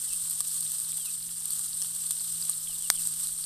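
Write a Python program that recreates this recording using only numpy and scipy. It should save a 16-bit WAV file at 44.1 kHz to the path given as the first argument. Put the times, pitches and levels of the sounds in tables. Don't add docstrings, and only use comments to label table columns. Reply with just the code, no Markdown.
import sys
import numpy as np
from scipy import signal
from scipy.fft import rfft, irfft, next_fast_len
from scipy.io import wavfile
from scipy.ndimage import uniform_filter1d, map_coordinates

SR = 44100
rng = np.random.default_rng(int(sys.argv[2]) if len(sys.argv) > 2 else 0)


def boost(x):
    u = np.asarray(x, float) / 20
    return 10 ** u


def wrap_up_sound(samples):
    columns = np.atleast_2d(samples).T
    tamed = np.clip(columns, -1, 1)
    steps = np.round(tamed * 32767).astype(np.int16)
    wavfile.write(sys.argv[1], SR, steps)


N = 152145


def unit(x):
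    return x / np.sqrt(np.mean(x ** 2) + 1e-20)


def along(points, hz):
    f, v = np.transpose(points)
    return np.interp(np.log(hz + 1), np.log(f + 1), v)


def wobble(knots_per_s):
    count = int(N * knots_per_s / SR) + 4
    return map_coordinates(rng.standard_normal(count), [np.arange(N) * knots_per_s / SR])


def coloured(x, points):
    n = x.shape[-1]
    m = 2 * next_fast_len(n // 2 + 2048)
    gain = boost(along(points, np.fft.rfftfreq(m, 1 / SR)))
    cepstrum = irfft(np.log(gain + 1e-6), m)
    cepstrum[1:m // 2] *= 2
    cepstrum[m // 2 + 1:] = 0
    return irfft(rfft(x, m) * np.exp(rfft(cepstrum)), m)[..., :n]


def place(times_s, shapes):
    start = np.round(np.asarray(times_s) * SR).astype(int)
    at = start[:, None] + np.arange(shapes.shape[1])
    spot = rng.standard_normal((len(at), 1))
    return np.array([np.bincount(at.ravel(), (shapes * w).ravel(), N + SR)[:N] for w in (1, spot)])


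def rings(pitch_hz, cycles):
    turns = np.asarray(pitch_hz)[:, None] * np.arange(300) / SR
    return np.sin(2 * np.pi * turns) * np.exp(-2 * turns / cycles) * (1 - np.exp(-2 * turns))


def sizes(draw, spread_db):
    return boost(spread_db * np.minimum(-np.log(1 - draw), 4))


def bubbles(per_s, centre_hz, half_span_octaves, cycles, spread_db):
    draw = rng.random((int(per_s * N / SR), 3))
    pitch_hz = centre_hz * 2 ** (half_span_octaves * (2 * draw[:, 1] - 1))
    return unit(place(draw[:, 0] * N / SR, rings(pitch_hz, cycles) * sizes(draw[:, 2:], spread_db)))


FIZZ_PER_S, FIZZ_SPREAD_DB, FIZZ_DB = 5000, 3.5, -2
HISS_DB, HISS_PATCHY_DB, HISS_CLUMPING = -0.5, 2.5, 0.29
MIDDLE_BUBBLES_DB, LOW_BUBBLES_DB = -28, -37.5
# time_s, level_db
BOIL = [(0, -33.5), (.22, -33.5), (.31, -32), (.37, -34.5), (.46, -33.5), (.53, -30.5), (.6, -34),
        (.72, -32.5), (.8, -31.5), (.88, -34), (.98, -32), (1.05, -33), (1.19, -35.5), (1.4, -35),
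        (1.5, -33.5), (1.62, -33), (1.75, -35.5), (1.83, -31.5), (1.9, -34.5), (2.06, -33), (2.2, -33),
        (2.5, -33), (2.78, -34.5), (2.95, -34), (3.06, -31), (3.15, -35), (3.25, -33.5), (3.33, -33.5),
        (3.45, -35)]
# knots_per_s, depth_db
CLUMPS = [(12, 1.3), (30, 1.18), (90, 1.75), (300, 0.5)]
# freq_hz, gain_db
SIZZLE_COLOUR = [(240, -72), (400, -37.5), (558, -39.5), (804, -34), (1210, -24.5), (2360, -33),
                 (3100, -19.5), (4460, -15), (6820, -17), (8060, -1), (8430, 2), (9960, -6), (10700, -17.5),
                 (12300, -10.5), (13700, -12.5), (14300, -36), (15000, -39.5)]


def sizzle():
    time_s, level_db = np.transpose(BOIL)
    clumps = boost(sum(depth_db * wobble(knots_per_s) for knots_per_s, depth_db in CLUMPS))

    draw = rng.random((int(FIZZ_PER_S * N / SR), 3))
    clicks = np.sign(draw[:, 1:2] - .5) * sizes(draw[:, 2:], FIZZ_SPREAD_DB)
    fizz = place(draw[:, 0] * N / SR, clicks)

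    spectra = signal.stft(rng.standard_normal((2, N)), nperseg=256)[2]
    patches = uniform_filter1d(rng.standard_normal(spectra.shape[1:]), 8, 0)
    patches = unit(uniform_filter1d(patches, 4, 1))
    hiss = signal.istft(spectra * boost(HISS_PATCHY_DB * patches), nperseg=256)[1][:, :N]

    fizz = boost(FIZZ_DB) * unit(clumps * fizz)
    hiss = boost(HISS_DB) * unit(clumps ** HISS_CLUMPING * hiss)
    fine = unit(coloured(fizz + hiss, SIZZLE_COLOUR))

    middle = boost(MIDDLE_BUBBLES_DB) * bubbles(
        per_s=180, centre_hz=4480, half_span_octaves=0.46, cycles=1.9, spread_db=6)
    low = boost(LOW_BUBBLES_DB) * bubbles(
        per_s=150, centre_hz=1257, half_span_octaves=0.66, cycles=3.2, spread_db=3.5)
    boil = boost(np.interp(np.arange(N) / SR, time_s, level_db))
    return boil * (fine + low + middle)


def burst(count, decay_s, rise_s):
    t = (np.arange(200) + 1) / SR
    return rng.standard_normal((count, 200)) * np.exp(-t / decay_s) * (1 - np.exp(-t / rise_s))


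SPIT_DECAY_S, SPIT_RISE_S = 0.0006, 0.000071
LOWS_HZ, MIDDLE_HZ, SPIT_LOWS_DB = 2600, 6400, -6
# start_s, peak_db, middle_db (gain below MIDDLE_HZ)
SPITS = [(0.298, -16.5, -8), (0.3084, -15.5, -7), (0.3108, -20, -7), (0.3149, -20, -12), (0.3288, -22, -6),
         (0.405, -10, 2), (0.4103, -17, 0), (0.4822, -18.5, -11), (0.5426, -20, -11), (0.6056, -16.5, -12),
         (0.608, -22, -8), (0.718, -17, -6), (0.787, -17.5, -11), (0.8002, -15.5, -14), (0.9185, -16, -6),
         (0.971, -15, -16), (1.4556, -16, -5), (1.5056, -16, -8), (1.533, -16, -5), (1.5928, -15, -8),
         (1.6577, -23, -13), (1.8176, -14.5, 0), (1.8225, -14.5, 7.5), (1.846, -19, 9), (2.1076, -8.5, 0.5),
         (2.111, -12.5, 1), (2.12, -17.5, -5), (2.494, -16.5, 4.5), (2.4961, -10.5, -3), (2.5017, -19, -3),
         (2.8232, -15.5, -3), (3.0724, -10, -10), (3.2704, -18.5, 1.5)]


def spits():
    start_s, peak_db, middle_db = np.transpose(SPITS)
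    hz = np.fft.rfftfreq(400, 1 / SR)
    share_db = np.where(hz < MIDDLE_HZ, middle_db[:, None], 0) + SPIT_LOWS_DB * (hz < LOWS_HZ)
    shapes = np.pad(burst(len(start_s), SPIT_DECAY_S, SPIT_RISE_S), ((0, 0), (20, 180)))
    shapes = coloured(irfft(rfft(shapes) * boost(share_db)), SIZZLE_COLOUR)
    shapes = shapes / np.abs(shapes).max(1, keepdims=True) * boost(peak_db)[:, None]
    return place(start_s, shapes)


# start_s, level_db, pitch_hz
PLOPS = [(0.3148, -30, 4300), (0.5132, -32, 5180), (0.5436, -32, 4200), (0.626, -30, 4470),
         (0.6664, -28.5, 3860), (0.7964, -38, 4680), (0.8485, -29, 4290), (1.1423, -28.5, 4500),
         (1.2268, -28.5, 4540), (1.5034, -27, 4560), (1.6796, -29.5, 4760), (1.7312, -25.5, 4490),
         (2.17, -30, 4300), (2.1971, -25.5, 4500), (2.379, -35, 3790), (2.4259, -20.5, 4800),
         (2.533, -28, 3970), (2.6736, -29, 3250), (2.9641, -29, 4600), (2.9751, -34, 3100),
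         (3.036, -27, 4600), (3.378, -28.5, 4300), (3.4406, -23.5, 4550)]


def plops():
    start_s, level_db, pitch_hz = np.transpose(PLOPS)
    return place(start_s, rings(pitch_hz, cycles=8.9) * boost(level_db)[:, None])


SNAP_S, SNAP_DECAY_S, SNAP_PEAK_DB, SNAP_SIDE = 2.9015, .00001, 2.5, .2
SNAP_SPLIT_HZ, SNAP_LATE_SHARE, SNAP_LATE_S = 7500, .4, .0004
SNAP_RING_HZ, SNAP_RING_CYCLES, SNAP_RING_DB = 8620, 15, -6
ECHO_S, ECHO_DB = .0042, -18
# freq_hz, gain_db
SNAP_COLOUR = [(120, -55), (250, -41), (700, -12.5), (1500, -3), (2200, -5), (2790, -32), (3400, -6),
               (4730, -2), (6800, -1.5), (8600, -10), (10200, 0.5), (10800, -22), (11700, 2.5),
               (12800, -19), (13900, 0.5), (15000, -25)]


def ember():
    click = np.exp(-np.arange(20)[None] / SR / SNAP_DECAY_S)
    crack = coloured(place([SNAP_S], click)[0], SNAP_COLOUR)
    treble = coloured(crack, [(SNAP_SPLIT_HZ / 2, -40), (SNAP_SPLIT_HZ, 0)])
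    late = np.interp(np.arange(N) - SNAP_LATE_S * SR, np.arange(N), treble)
    snap = crack + SNAP_LATE_SHARE * late
    ring = place([SNAP_S + SNAP_LATE_S], rings([SNAP_RING_HZ], SNAP_RING_CYCLES))[0]
    snap = snap / np.abs(snap).max() + boost(SNAP_RING_DB) * ring
    echo = np.roll(treble / np.abs(treble).max() + ring, round(ECHO_S * SR))
    snap = snap + boost(ECHO_DB) * echo
    return boost(SNAP_PEAK_DB) * snap / np.abs(snap).max() * [[1], [SNAP_SIDE]]


# start_s, level_db
KNOCKS = [(.405, -39.5), (.751, -49), (.868, -50), (1.502, -49.5), (1.595, -45.5), (1.822, -44.5),
          (2.107, -43), (2.494, -40)]
# pitch_hz, level_db, t60_s
POT = [(786, -13, .025), (1174, -3, .035), (1444, -7, 0.022), (1700, -12, .02)]


def spoon():
    start_s, level_db = np.transpose(KNOCKS)
    t = np.arange(3000) / SR
    scatter_db = 1.5 * rng.standard_normal((len(start_s), len(POT)))
    modes = np.array([boost(mode_db - 60 * t / t60_s) * np.sin(2 * np.pi * pitch_hz * t)
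                      for pitch_hz, mode_db, t60_s in POT])
    return place(start_s, boost(level_db[:, None] + scatter_db) @ modes)[0]


UPTURN_HZ_PER_S, UPTURN_DB, UPTURN_FADE_S = 22000, -3, .0092
NOTE_JITTER_HZ, NOTE_FLUTTER_DB, NOTE_EDGE = 30, 2, 6
NOTE_ECHO_S, NOTE_ECHO_DB = .011, -9
# start_s, length_s, start_hz, low_hz, bend (1 = straight fall), level_db, upturn_s
NOTES = [(.072, .058, 3450, 2520, .7, -53.5, .032), (0.964, .119, 3400, 2500, 1.8, -56.5, 0.035),
         (2.658, 0.077, 3500, 2700, 1, -55.5, 0), (2.803, 0.071, 3600, 2680, .85, -54.5, 0),
         (2.94, .062, 3700, 2560, 1, -52.5, 0)]


def bird():
    out, t = np.zeros(N), np.arange(N) / SR
    for start_s, length_s, start_hz, low_hz, bend, note_db, upturn_s in NOTES:
        fall = np.clip((t - start_s) / length_s, 0, 1)
        after_s = np.clip(t - start_s - length_s, 0, upturn_s)
        hz = start_hz + (low_hz - start_hz) * fall ** bend
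        hz = hz + UPTURN_HZ_PER_S * after_s + NOTE_JITTER_HZ * wobble(150)
        progress = np.clip((t - start_s) / (length_s + upturn_s), 0, 1)
        swell = np.sqrt(2) * np.minimum(1, NOTE_EDGE * np.abs(np.sin(np.pi * progress)))
        level_db = note_db + NOTE_FLUTTER_DB * wobble(90)
        level_db = level_db + UPTURN_DB * np.minimum(after_s / UPTURN_FADE_S, 1)
        out += boost(level_db) * swell * np.sin(2 * np.pi * np.cumsum(hz) / SR)
    return out + boost(NOTE_ECHO_DB) * np.roll(out, round(NOTE_ECHO_S * SR))


HUM_WAVER_DB, HUM_WAVER_HZ = 2.2, 2.44
# pitch_hz, rms_db
HUM = [(106, -71), (164.6, -60)]


def hum():
    t, out = np.arange(N) / SR, np.zeros(N)
    for pitch_hz, rms_db in HUM:
        level = np.sqrt(2) * boost(rms_db + HUM_WAVER_DB * wobble(7.7))
        turns = pitch_hz * t + HUM_WAVER_HZ * np.cumsum(wobble(5)) / SR
        out += level * np.sin(2 * np.pi * turns)
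    return out


# time_s, level_db
BREEZE = [(0, -64), (2.4, -69), (2.7, -59.5), (3.45, -63.5)]
# freq_hz, gain_db
BREEZE_COLOUR = [(8, -25), (20, 4), (40, 1), (70, -34.5)]


def breeze():
    level = boost(np.interp(np.arange(N) / SR, *np.transpose(BREEZE)))
    return level * unit(coloured(rng.standard_normal(N), BREEZE_COLOUR))


RUMBLE_DB, RUMBLE_WAVER_DB = -65, 1.0
# freq_hz, gain_db
RUMBLE_COLOUR = [(26, -51), (45, -2), (65, -7.5), (114, -5), (162, -8), (188, -19.5), (216, -9),
                 (588, -23.5), (900, -19), (1170, -29), (1980, -120)]


def rumble():
    level = boost(RUMBLE_DB + RUMBLE_WAVER_DB * wobble(1.82))
    return level * unit(coloured(rng.standard_normal(N), RUMBLE_COLOUR))


# freq_hz, gain_db
WIDTH = [(2500, -54), (3300, -32), (4400, -25), (6500, -11.5), (8500, -6.5), (10300, -7), (12500, -4.5),
         (15000, -6.5)]


def scene():
    mid, side = sizzle() + spits() + plops() + ember()
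    mid = mid + spoon() + bird() + hum() + breeze() + rumble()
    side = coloured(side, WIDTH)
    return np.array([mid + side, mid - side])


def roll_off(x):
    return signal.sosfilt(signal.butter(12, 15580, fs=SR, output="sos"), x)


CLIP_TOP, TOP_HZ = .8, 14280


def record(dry):
    mid = dry.mean(0)
    clipped = mid / (1 + np.abs(mid / CLIP_TOP) ** 4) ** .25
    mix = dry - mid + clipped
    low_pass = signal.ellip(10, .3, 45, TOP_HZ, fs=SR, output="sos")
    limited = signal.sosfilt(low_pass, mix)
    return roll_off(limited)


dry = scene()
out = record(dry)
wrap_up_sound(out)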